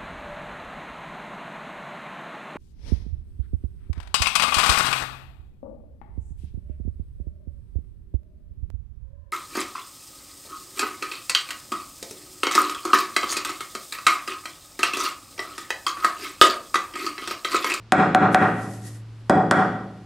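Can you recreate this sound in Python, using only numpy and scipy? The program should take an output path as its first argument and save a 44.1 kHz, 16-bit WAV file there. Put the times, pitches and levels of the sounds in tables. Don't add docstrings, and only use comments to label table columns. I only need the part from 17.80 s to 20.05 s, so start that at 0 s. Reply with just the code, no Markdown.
import sys
import numpy as np
from scipy import signal
from scipy.fft import rfft, irfft
from scipy.io import wavfile
from scipy.ndimage import minimum_filter1d

SR = 44100
rng = np.random.default_rng(int(sys.argv[2]) if len(sys.argv) > 2 else 0)


def output_pcm(signal):
    pcm = np.clip(np.atleast_2d(signal).T, -1, 1) * 32767
    wavfile.write(sys.argv[1], SR, np.round(pcm).astype(np.int16))


N = 99225
T = np.arange(N) / SR
BIN_HZ = np.maximum(np.arange(N // 2 + 1) * SR / N, 1)

# f/Hz, side minus mid/dB
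WIDTH = [(30, -1), (120, -72), (280, -46), (550, -19), (1100, -8.5), (2500, -11), (5000, -6), (11000, -3.5)]
# f/Hz, relative level/dB
ROOM_TONE_COLOUR = [(30, 6), (70, 13), (130, 8.5), (300, 6), (600, -3.5), (1200, -3.5), (2100, -9),
                    (2800, -9.5), (5000, -14), (11000, -33.5)]
# t/s, level/dB
LOW_TONE_LEVEL = [(0, -45), (.12, -49), (.4, -34), (.85, -37.5), (1.15, -37.5), (1.48, -41), (1.75, -36),
                  (2.25, -48.5)]
# t/s, then level/dB of thud, hollow note, clack, clink, crack, gritty tick, note aimed at the mic
KNOCKS = [(0.1215, -0.5, -3, -3, 0.5, -3, 0, -7.5), (0.3476, -0.5, -2.5, -2, -2.5, -5.5, -4.5, -4),
          (0.5459, -3, -3.5, -3.5, 4.5, -6, -3, -6.5), (1.4965, -1.5, -2, -12.5, -4.5, -18.5, -7.5, -55),
          (1.7114, -4, -4.5, -4, -0.5, -13, -0.5, -32)]
PART_HZ = (400, 752, 1400, 1920, 2650)
# f/Hz, level/dB, t60/s
BLOCK_MODES = [(174, -5.5, 0.039), (315, -4, 0.022), (605, 2, 0.0091), (754.8, -5.5, 0.089),
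               (936, 3, 0.0073), (1201, 4, 0.011), (1358, 2.5, 0.027), (1521, 5, 0.0087),
               (1854, 0.5, 0.013), (1863, -2.5, 0.025), (2480, -5.5, 0.0026), (3232, -11.5, 0.0049),
               (3472, 3, 0.002), (4320, -6, 0.0024)]
# f/Hz, level/dB, t60/s
GLAZE_MODES = [(4850, -13, 0.0029), (7100, -7.5, 0.0017), (8290, -6.5, 0.0016), (8800, -11, 0.0022),
               (10190, -16, 0.0018)]
# f/Hz, relative level/dB
MORTAR_COLOUR = [(2000, 6.5), (4000, 14), (5400, 9), (7000, 9.5), (9000, 10.5), (12000, -28)]
# f/Hz, level/dB, t60/s
TILE_MODES = [(1916, -37, 0.85), (1910, -38.5, 0.56), (3314, -46.5, 0.81), (3345, -45, 0.68),
              (3500, -51, 0.58)]
# f/Hz, level/dB, t60/s
RETURNING_MODES = [(748.7, -16.5, 0.57), (790, -20.5, 0.46)]
# f/Hz, level/dB, t60/s
ROOM_MODES = [(99.7, -38.5, 3), (168.8, -29, 1.6), (195.6, -22, 1.227), (251.2, -25.5, 1.05),
              (296, -22, 1.28), (357.4, -22, 0.86), (418.4, -26, 0.9), (572.3, -15, 0.23),
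              (1239, -23, 0.72), (1344, -17, 0.47), (1434, -35, 1), (1870, -52, .6)]
# f/Hz, level/dB
ECHO_COLOUR = [(60, -5.5), (150, 7.5), (400, 5), (750, 4), (1400, 0.5), (2300, 6), (3500, -6.5),
               (6000, -9.5), (11000, -12.5)]
# f/Hz, t60/s
ECHO_T60 = [(100, 0.97), (300, 1.063), (750, 0.75), (1500, 0.57), (3500, 0.78), (10000, 0.49)]
# t/s, level/dB
SLIDE_LEVEL = [(.45, -116), (.53, -42.5), (.6, -51), (.74, -55), (.83, -46), (.88, -49), (.94, -46),
               (1.01, -52.5), (1.07, -41), (1.12, -50), (1.16, -49.5), (1.24, -71), (1.45, -68.5)]
# f/Hz, relative level/dB
SLIDE_COLOUR = [(300, -0.5), (1200, -13), (1750, -2.5), (1920, 9), (2100, -8), (2700, -10), (5000, -4.5),
                (8000, -1.5), (12000, -5.5)]


def from_db(db):
    return 10 ** (np.asarray(db) / 20)


def rms_one(x):
    return x / np.sqrt(np.mean(x ** 2) + 1e-20)


def at_hz(points, hz):
    f, values = np.transpose(points)
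    return np.interp(np.log(hz), np.log(f), values)


def in_time(points):
    return np.interp(T, *np.transpose(points))


def dying(t60):
    return from_db(-60 * T / t60)


def mode(hz, db, t60):
    return from_db(db) * np.sin(2 * np.pi * hz * T) * dying(t60)


def filtered(x, hz, kind):
    return signal.sosfilt(signal.butter(2, hz, kind, fs=SR, output="sos"), x)


def convolved(x, response):
    return signal.fftconvolve(np.atleast_2d(x), np.atleast_2d(response), axes=1)[:, :N]


def blows(levels_db):
    clicks = np.zeros(N)
    clicks[(np.array(KNOCKS)[:, 0] * SR).astype(int)] = from_db(levels_db)
    return clicks


def diffuse(colour):
    mid, side = rfft(rng.standard_normal((2, N)))
    side = side * from_db(at_hz(WIDTH, BIN_HZ))
    return irfft(from_db(at_hz(colour, BIN_HZ)) * np.array([mid + side, mid - side]), N)


def room_tone(db=-52):
    return from_db(db) * rms_one(diffuse(ROOM_TONE_COLOUR))


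def low_tone(hz=111.8):
    return from_db(in_time(LOW_TONE_LEVEL)) * rms_one(np.sin(2 * np.pi * hz * T))


def struck_modes(modes):
    out = 0
    for k, (hz, db, t60) in enumerate(modes):
        strengths_db = [np.interp(np.log(hz), np.log(PART_HZ), knock[1:-2]) for knock in KNOCKS]
        out = out + (-1) ** k * convolved(blows(strengths_db), mode(hz, db, t60))
    return out


def gritty_tick(grit_db=-22.5, grit_t60_s=0.049, width_share=0.52):
    clicks = blows(np.array(KNOCKS)[:, -2])
    glaze = sum((-1) ** k * mode(*row) for k, row in enumerate(GLAZE_MODES))
    grit = diffuse(MORTAR_COLOUR)
    grit = rms_one(width_share * grit + (1 - width_share) * grit.mean(axis=0))
    crunch = from_db(grit_db) * grit * convolved(clicks, dying(grit_t60_s))
    return convolved(clicks, glaze) + crunch


def tile_ring():
    return convolved(blows(np.zeros(len(KNOCKS))), sum(mode(*row) for row in TILE_MODES))


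def hollow_note(hz=748.3, hold_s=0.032, t60_s=0.09):
    envelope = np.interp(T - hold_s, T, dying(t60_s))
    return convolved(blows(np.array(KNOCKS)[:, -1]), -np.sin(2 * np.pi * hz * T) * envelope)


def room_echo(knocks, build_s=0.004, bands=16):
    spectrum = rfft(diffuse(ECHO_COLOUR))
    centres_hz = np.geomspace(70, 12000, bands)
    response = 0
    for hz, pick in zip(centres_hz, np.eye(bands)):
        envelope = dying(at_hz(ECHO_T60, hz)) * (1 - np.exp(-T / build_s))
        band = irfft(spectrum * np.interp(np.log(BIN_HZ), np.log(centres_hz), pick), N)
        response = response + band * envelope / np.linalg.norm(envelope)
    return convolved(knocks, response)


def far_walls(knocks, delay_s=0.073, t60_s=0.62, gain_db=-5, cutoff_hz=2280):
    envelope = np.interp(T - delay_s, T, dying(t60_s), left=0)
    white = rms_one(diffuse([(1, 0)]))
    reflections = filtered(white * envelope / np.linalg.norm(envelope), cutoff_hz, "low")
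    returning_note = np.interp(T - delay_s, T, struck_modes(RETURNING_MODES)[0], left=0)
    return from_db(gain_db) * convolved(knocks, reflections) + returning_note


def crouch_shift(flutter_db=1.5, flutter_below_hz=250):
    flutter = rms_one(filtered(rng.standard_normal(N), flutter_below_hz, "low"))
    return rms_one(diffuse(SLIDE_COLOUR)) * from_db(in_time(SLIDE_LEVEL) + flutter_db * flutter)


def scene(low_cut_hz=76):
    background = room_tone() + low_tone()
    knocks = struck_modes(BLOCK_MODES) + gritty_tick()
    direct = knocks + tile_ring() + hollow_note()
    room = struck_modes(ROOM_MODES) + room_echo(knocks) + far_walls(knocks)
    in_room = filtered(filtered(direct + room, low_cut_hz, "high"), low_cut_hz, "high")
    return background + in_room + crouch_shift()


def record(dry, limit_db=-3, attack_s=0.0004, hold_s=0.037, release_db_per_s=184):
    ceiling, cutoff_hz = 0.92, 11900
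    over_db = np.maximum(20 * np.log10(np.abs(dry).max(axis=0) + 1e-9) - limit_db, 0)
    half_hold = int(hold_s * SR / 2)
    held_db = -minimum_filter1d(-over_db, 2 * half_hold + 1, origin=half_hold, mode="nearest")
    duck_db = np.maximum.accumulate(held_db + release_db_per_s * T) - release_db_per_s * T
    attack_pole = np.exp(-1 / (attack_s * SR))
    limited = dry * from_db(-signal.lfilter([1 - attack_pole], [1, -attack_pole], duck_db))
    clipped = limited / (1 + (limited / ceiling) ** 4) ** (1 / 4)
    return signal.sosfilt(signal.ellip(10, .2, 80, cutoff_hz, fs=SR, output="sos"), clipped)


dry = scene()
out = record(dry)
output_pcm(out)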